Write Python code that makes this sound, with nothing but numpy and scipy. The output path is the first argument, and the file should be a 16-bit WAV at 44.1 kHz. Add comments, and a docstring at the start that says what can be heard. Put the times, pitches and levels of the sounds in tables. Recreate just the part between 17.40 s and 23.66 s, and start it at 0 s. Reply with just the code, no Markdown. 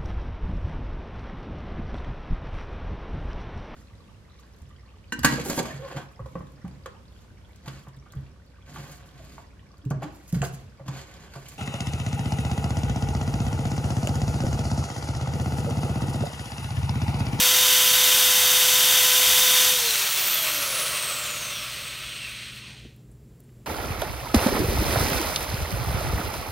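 """A quiet, humming room, close up on a small high-speed brush motor. Shaft unbalance and the commutator
make a clean whine; sparking brushes add a bright, rasping hiss through the case. The power is cut and
friction and drag brake the rotor: the whine sinks, a thin bearing whistle slides down, and the hiss
turns to the dry rattle of the bearing balls. The room tone and a few faint ticks remain."""
import sys
import numpy as np
from scipy.fft import rfft, irfft, next_fast_len
from scipy.io import wavfile
from scipy.ndimage import map_coordinates

SR = 44100
rng = np.random.default_rng(int(sys.argv[2]) if len(sys.argv) > 2 else 0)


def to_wav(sig):
    """Store sig (one row per channel, or 1-D mono) as 16-bit WAV at the path in sys.argv[1].

    Samples outside -1..1 are clipped; the rate is SR.
    """
    pcm = np.clip(np.atleast_2d(sig), -1, 1) * 32767
    pcm = np.round(pcm).astype(np.int16)
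    wavfile.write(sys.argv[1], SR, pcm.T)  # frames by channels


N = 276057

# tone curves of the noise layers: (frequency [Hz], relative level [dB])
ROOM_EQ = [(15, -66), (27, -37.5), (45, -12.5), (60, -5), (85, -14), (110, -13.5), (150, -13), (190, -17),
           (230, -16.5), (270, -22.5), (420, -24), (826, -39), (1500, -43), (4800, -48.5), (15500, -50)]
RUB_EQ = [(100, -30), (280, -16.5), (800, -8.5), (1300, -4), (2800, -1.5), (4600, -1), (4950, -5),
          (5400, -2.5), (7600, -4), (9500, -1.5), (10400, -5.5), (11300, -3), (12500, -3), (15500, -2.5)]
RATTLE_EQ = [(200, -41), (850, -23.5), (1600, -10.5), (2000, -5), (2800, -1.5), (4200, -5), (4700, -8),
             (5000, -13.5), (5400, -11.5), (6500, -13.5), (7500, -20.5), (9300, -18.5), (10500, -26.5),
             (15500, -33)]
HOUSING_EQ = [(110, -30.5), (420, -14.5), (850, -18), (1100, -5.5), (1450, -5), (2000, -24), (4000, -58)]
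RACE_EQ = [(6000, -64), (7700, -24), (8050, -1), (8250, 2), (8600, -6), (9200, -16.5), (11000, -58.5)]
BRUSH_EQ = [(60, -22.5), (200, -11), (420, -15), (700, -10), (1500, 0.8), (3000, 0.0), (4200, -4.5),
            (7000, -14.5), (10400, -14), (15500, -2.5)]
# resonances that colour the motor's layers: (centre [Hz], width [Hz], boost [dB])
RUB_MODES = [(400, 120, 3.2), (930, 56, 4.7), (2260, 300, 2.7), (3650, 280, 1.8), (4130, 350, 1.4),
             (5960, 1800, 5)]
RATTLE_MODES = [(1535, 70, 5), (1920, 60, 3.4), (2520, 90, 6), (2708, 36, 6.4), (3120, 69, 4),
                (3330, 100, 2.9), (4100, 200, 2.7)]
HOUSING_MODES = [(165.3, 52, 21), (602, 210, 17.3), (1118, 30, 6.5), (1300, 270, 7.8)]
WHISTLE_MODES = [(4500, 1400, -8.5), (6330, 640, 3), (8340, 400, 5), (9830, 370, 6), (13700, 1500, 6.5)]
CASE_MODES = [(396, 170, 3.4), (684, 92, 8.3), (874, 150, 4.7), (1280, 194, 2), (2050, 85, 2.5),
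              (3037, 729, 5.9), (3382, 609, 6.06), (3676, 255, 9), (4597, 630, 7.4), (5210, 519, 3.8),
              (6113, 1430, 16.5), (7575, 1410, 12.3), (8800, 266, 4.2), (9390, 2180, 14.5),
              (10600, 270, 5.1), (11231, 490, 8.1), (11990, 1224, 6.6), (13660, 3760, 9.3)]
# the room's hum lines: (frequency [Hz], level before the fader [dB])
HUM_LINES = [(120, -54), (139, -60), (210, -64.5), (299, -71), (377, -82), (415, -72.5)]
# fader moves on the room tone: (time [s], rumble level [dB], hum gain [dB])
ROOM_FADERS = [(0, -50, -5.5), (2.3, -49.5, -4), (2.7, -56, -7), (3.3, -53, -1.5), (4.95, -50.5, 1.5),
               (5.7, -52.5, 2.5), (6.26, -51, -0.5)]
# faint repeats of the friction noise, about one full-speed shaft turn apart: (delay [ms], gain [dB])
TURN_REPEATS = [(2.2, -29.5), (3.8, -28.5), (5.9, -28.5), (7.9, -26.5), (9.9, -21.5)]
# a bump and faint ticks: (time [s], peak level [dB], centre [Hz], width [octaves], 60 dB decay [s])
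TICKS = [(5.451, -39, 330, 0.35, 0.061), (5.564, -48, 12600, .4, .01), (5.715, -52, 9000, .25, .055),
         (6.004, -40, 14000, 0.89, .008), (6.038, -57.5, 8970, .08, .05), (6.09, -57, 1800, 0.8, .06)]
# grazes of the slowing rotor: (time [s], level [dB], half length [s])
SCRAPES = [(4.91, -51, .04), (5.16, -53, .035)]
# shaft harmonics crossing a resonance: (time [s], pitch [x shaft speed], level [dB], half length [s])
SWELLS = [(2.508, 9, -32, .06), (2.8, 9, -36, .05), (2.994, 10, -33.5, .05), (3.578, 12, -36, 0.013),
          (4.178, 24, -39, 0.051), (4.85, 40, -42, 0.079)]
# the loose rotor chatters in its bearings: (time [s], boost [dB])
CHATTERS = [(3.07, 4.4), (3.38, 3.5), (3.57, 2.9), (3.9, 1.1), (4.85, 1.4)]
# how well the mounting radiates the shaft tones: (frequency [Hz], gain [dB])
MOUNT_EQ = [(245, -27), (295, -7), (360, -14.5), (445, -13), (505, -1), (590, 3.5), (665, -0.5), (720, -9),
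            (900, -19), (1010, -0.5)]
# unbalance tones at full speed: (pitch [x shaft speed], level before the mounting [dB])
SHAFT_TONES = [(1, -38), (2, -40.5)]
# commutator overtones: (pitch [x shaft speed], level relative to OVERTONE_DB [dB])
OVERTONES = [(3, -2), (4, -2), (5, -1.5), (6, -0.5), (9, -7.5), (12, -7), (24, -5.5)]
# how the coasting layers track speed:
# (knee [turns/s], level at knee [dB], loss below [dB/halving], gain above [dB/doubling])
RUB_LAW = (283.5, -27, 10, 6.5)
RATTLE_LAW = (320, -32, 2.5, 0)
HOUSING_LAW = (261.5, -36, 8, -12.5)
RACE_LAW = (213, -40, 5.5, -3)

OFF_S, SUPPLY_FALL_DB_PER_S = 2.276, 81
FULL_TURNS_PER_S, COAST_S = 505.2, 2.337  # the shaft starts to slow at COAST_S
DRY_FRICTION, OIL_DRAG, AIR_DRAG = 83.3, .2098, .000558  # [turns/s^2], [1/s], [1/turn]
CREEP_SPEED, QUIET_SPEED = 6.1, 26  # [turns/s] below these, friction lets go and the bearings hush
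SPARK_DB, SLIDE_DB, SLIDE_DB_PER_HALVING = -18, -24.5, 31
WHISTLE_DB, WHISTLE_DB_PER_HALVING = -29, 7.5
OVERTONE_DB, TONE_DB_PER_HALVING = -41, 7.5
TONE_WAVER_DB, LOOSE_WAVER_DB = .5, 3.5  # level waver of the whine, and the extra once the rotor runs loose


def amp(db):
    """Decibels to gain."""
    return 10 ** (np.asarray(db) / 20)


def unit(x):
    """Scale to rms 1."""
    return x / np.sqrt(np.mean(x ** 2) + 1e-20)


def curves(rows):
    """One automation curve for each column after the time."""
    times, *columns = np.transpose(rows)
    return [np.interp(np.arange(N) / SR, times, column) for column in columns]


def swell(s, half_s):
    """A smooth rise and fall that reaches 1 at time s."""
    return np.exp(-((np.arange(N) / SR - s) / half_s) ** 2 / 2)


def wobble(rate):
    """Smooth random modulation, rate knots a second."""
    return map_coordinates(rng.standard_normal(int(N * rate / SR) + 4), [np.arange(N) * rate / SR])


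def filtered(x, response):
    """Filter x with a gain given as a function of frequency."""
    size = next_fast_len(N + 8192)
    return irfft(rfft(x, size) * response(np.fft.rfftfreq(size, 1 / SR)), size)[..., :N]


def eq_db(points, hz):
    """Read a tone curve on a log frequency axis."""
    point_hz, db = np.transpose(points)
    return np.interp(np.log(hz + 1), np.log(point_hz), db)


def boost_db(modes, hz):
    """The boost that resonances add at a frequency."""
    return sum(db / (1 + (2 * (hz - centre) / width) ** 2) for centre, width, db in modes)


def coloured(x, eq, modes=()):
    """Shape x with a tone curve and its resonances; rms 1."""
    return unit(filtered(x, lambda hz: amp(eq_db(eq, hz) + boost_db(modes, hz))))


def crackle(rate, depth_db):
    """Noise made of tiny contacts of uneven strength, rate a second."""
    return unit(rng.standard_normal(N) * amp(depth_db * wobble(rate)))


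def blurred(angle, blur_hz):
    """A breathy tone: a narrow band of noise riding a turning phase; rms 1."""
    flutter = filtered(rng.standard_normal((2, N)), lambda hz: 1 / (1 + (hz / blur_hz) ** 2) ** 2)
    return unit(flutter[0] * np.cos(angle) + flutter[1] * np.sin(angle))


def halvings(speed):
    """How many times the speed has halved since full speed."""
    return np.log2(FULL_TURNS_PER_S / speed)


def by_speed(speed, law):
    """Gain that tracks speed, with one slope below a knee and another above it."""
    knee, db, below, above = law
    doublings = np.log2(speed / knee)
    return amp(db + doublings * np.where(doublings < 0, below, above))


def room_tone():
    """The bed: low ventilation rumble with a wavering hum."""
    t = np.arange(N) / SR
    rumble_db, hum_db = curves(ROOM_FADERS)
    hum = 0
    for hz, db in HUM_LINES:
        level = np.sqrt(2) * amp(db + 0.66 * wobble(8.5))
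        hum += level * np.sin(2 * np.pi * hz * t + .35 * wobble(13) + rng.uniform(0, 2 * np.pi))
    rumble = coloured(rng.standard_normal(N), ROOM_EQ, modes=[(7400, 400, 9)])
    return amp(hum_db) * hum + amp(rumble_db) * rumble


def with_turn_repeats(x):
    """Faint repeats, about one full-speed shaft turn apart, add a light comb colour."""
    def comb(hz):
        return 1 + sum(amp(db) * np.exp(-2j * np.pi * hz * ms / 1000) for ms, db in TURN_REPEATS)
    return filtered(x, comb)


def ticks():
    """A soft bump as the rotor stops, then a few tiny dry ticks."""
    out, t = np.zeros(N + SR), np.arange(SR // 8) / SR
    hz = np.fft.rfftfreq(len(t), 1 / SR)
    for s, db, centre, octaves, t60 in TICKS:
        band = np.exp(-.5 * (np.log2((hz + 1) / centre) / octaves) ** 2)
        tick = irfft(rfft(rng.standard_normal(len(t))) * band, len(t)) * amp(-60 * t / t60)
        out[round(s * SR):][:len(t)] += amp(db) * tick / np.abs(tick).max()
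    return out[:N]


def scrapes():
    """The slowing rotor grazes twice with a thin hiss."""
    touch = sum(amp(db) * swell(s, half_s) for s, db, half_s in SCRAPES)
    grit = crackle(rate=1200, depth_db=2)
    return touch * coloured(grit, eq=[(3000, -22), (9000, 1), (12500, -2), (15000, -3)])


def case_swells(angle):
    """Shaft harmonics sing out on set cues, as if crossing a resonance of the case."""
    return sum(amp(db) * swell(s, half_s) * blurred(round(order) * angle, blur_hz=240)
               for s, order, db, half_s in SWELLS)


def bearing_whistle(angle, speed, order=40):
    """A high shaft harmonic glides down through resonances; slipping balls blur its pitch."""
    level_db = WHISTLE_DB - WHISTLE_DB_PER_HALVING * halvings(speed)
    resonance_db = boost_db(WHISTLE_MODES, order * speed)
    slip_hz = 45 * wobble(25)
    slip_angle = 2 * np.pi * np.cumsum(slip_hz) / SR
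    return amp(level_db + resonance_db) * blurred(order * angle + slip_angle, blur_hz=330)


def coasting_rattle(speed, current):
    """Unpowered, the rotor runs loose: the rub fades first; the balls rattle on in race and housing."""
    loose = (1 - current) * speed / np.hypot(speed, QUIET_SPEED)
    knocks = amp(0.48 * wobble(350) + 0.55 * wobble(40))  # the same knocks drive every part
    chatter = amp(sum(db * swell(s, half_s=0.031) for s, db in CHATTERS) + 0.19 * wobble(12))
    grit = crackle(rate=2000, depth_db=1.6)
    rub = by_speed(speed, RUB_LAW) * coloured(grit, RUB_EQ, RUB_MODES)
    balls = crackle(rate=900, depth_db=0.5)
    rattle = by_speed(speed, RATTLE_LAW) * coloured(balls, RATTLE_EQ, RATTLE_MODES)
    drone = by_speed(speed, HOUSING_LAW) * coloured(rng.standard_normal(N), HOUSING_EQ, HOUSING_MODES)
    shimmer = amp(.9 * wobble(11))
    race_ring = by_speed(speed, RACE_LAW) * shimmer * coloured(rng.standard_normal(N), RACE_EQ)
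    return loose * knocks * (rub + drone + chatter * (rattle + race_ring))


def brush_hiss(angle, speed, current):
    """Sparking and sliding brushes hiss through the case, a little stronger once a turn."""
    spark_level = amp(SPARK_DB) * current
    slide_level = amp(SLIDE_DB - SLIDE_DB_PER_HALVING * halvings(speed))
    hiss = crackle(rate=2500, depth_db=0.06) * (1 + .04 * np.cos(angle))
    rasp = amp(0.17 * wobble(29) + 0.44 * wobble(160))
    return np.hypot(spark_level, slide_level) * rasp * coloured(hiss, BRUSH_EQ, CASE_MODES)


def whine(angle, speed, current):
    """Unbalance sings through the mounting while the shaft turns; commutator overtones need current."""
    waver_db = TONE_WAVER_DB + LOOSE_WAVER_DB * (1 - current)

    def partial(order):
        level = np.sqrt(2) * amp(waver_db * wobble(20))
        return level * np.sin(round(order) * angle + rng.uniform(0, 2 * np.pi))

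    unbalance = sum(amp(db + eq_db(MOUNT_EQ, round(order) * speed)) * partial(order)
                    for order, db in SHAFT_TONES)
    commutator = sum(amp(db) * partial(order) for order, db in OVERTONES)
    return amp(-TONE_DB_PER_HALVING * halvings(speed)) * unbalance + amp(OVERTONE_DB) * current * commutator


def shaft_speed():
    """Turns per second: steady, then braked to rest by dry friction, oil drag and air drag."""
    speeds = np.geomspace(FULL_TURNS_PER_S, .01, 8000)
    braking = DRY_FRICTION * np.tanh(speeds / CREEP_SPEED) + OIL_DRAG * speeds + AIR_DRAG * speeds ** 2
    reached_s = COAST_S + np.cumsum(-np.gradient(speeds) / braking)
    return np.interp(np.arange(N) / SR, reached_s, speeds)


def supply_current():
    """The power envelope: 1 while switched on, then a quick release."""
    return amp(-SUPPLY_FALL_DB_PER_S * np.maximum(np.arange(N) / SR - OFF_S, 0))


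def scene():
    """Shaft speed and current play the motor over the room tone; the mix sits dead centre."""
    speed, current = shaft_speed(), supply_current()
    angle = 2 * np.pi * np.cumsum(speed * (1 + .0005 * wobble(8))) / SR
    friction = brush_hiss(angle, speed, current) + coasting_rattle(speed, current)
    friction += bearing_whistle(angle, speed) + case_swells(angle) + scrapes()
    mono = whine(angle, speed, current) + with_turn_repeats(friction) + room_tone() + ticks()
    return np.array([mono, mono])


def record(dry, top_hz=15800):
    """A steep high cut on the whole mix."""
    return filtered(dry, lambda hz: .5 - .5 * np.tanh((hz - top_hz) / 40))


dry = scene()
out = record(dry)
to_wav(out)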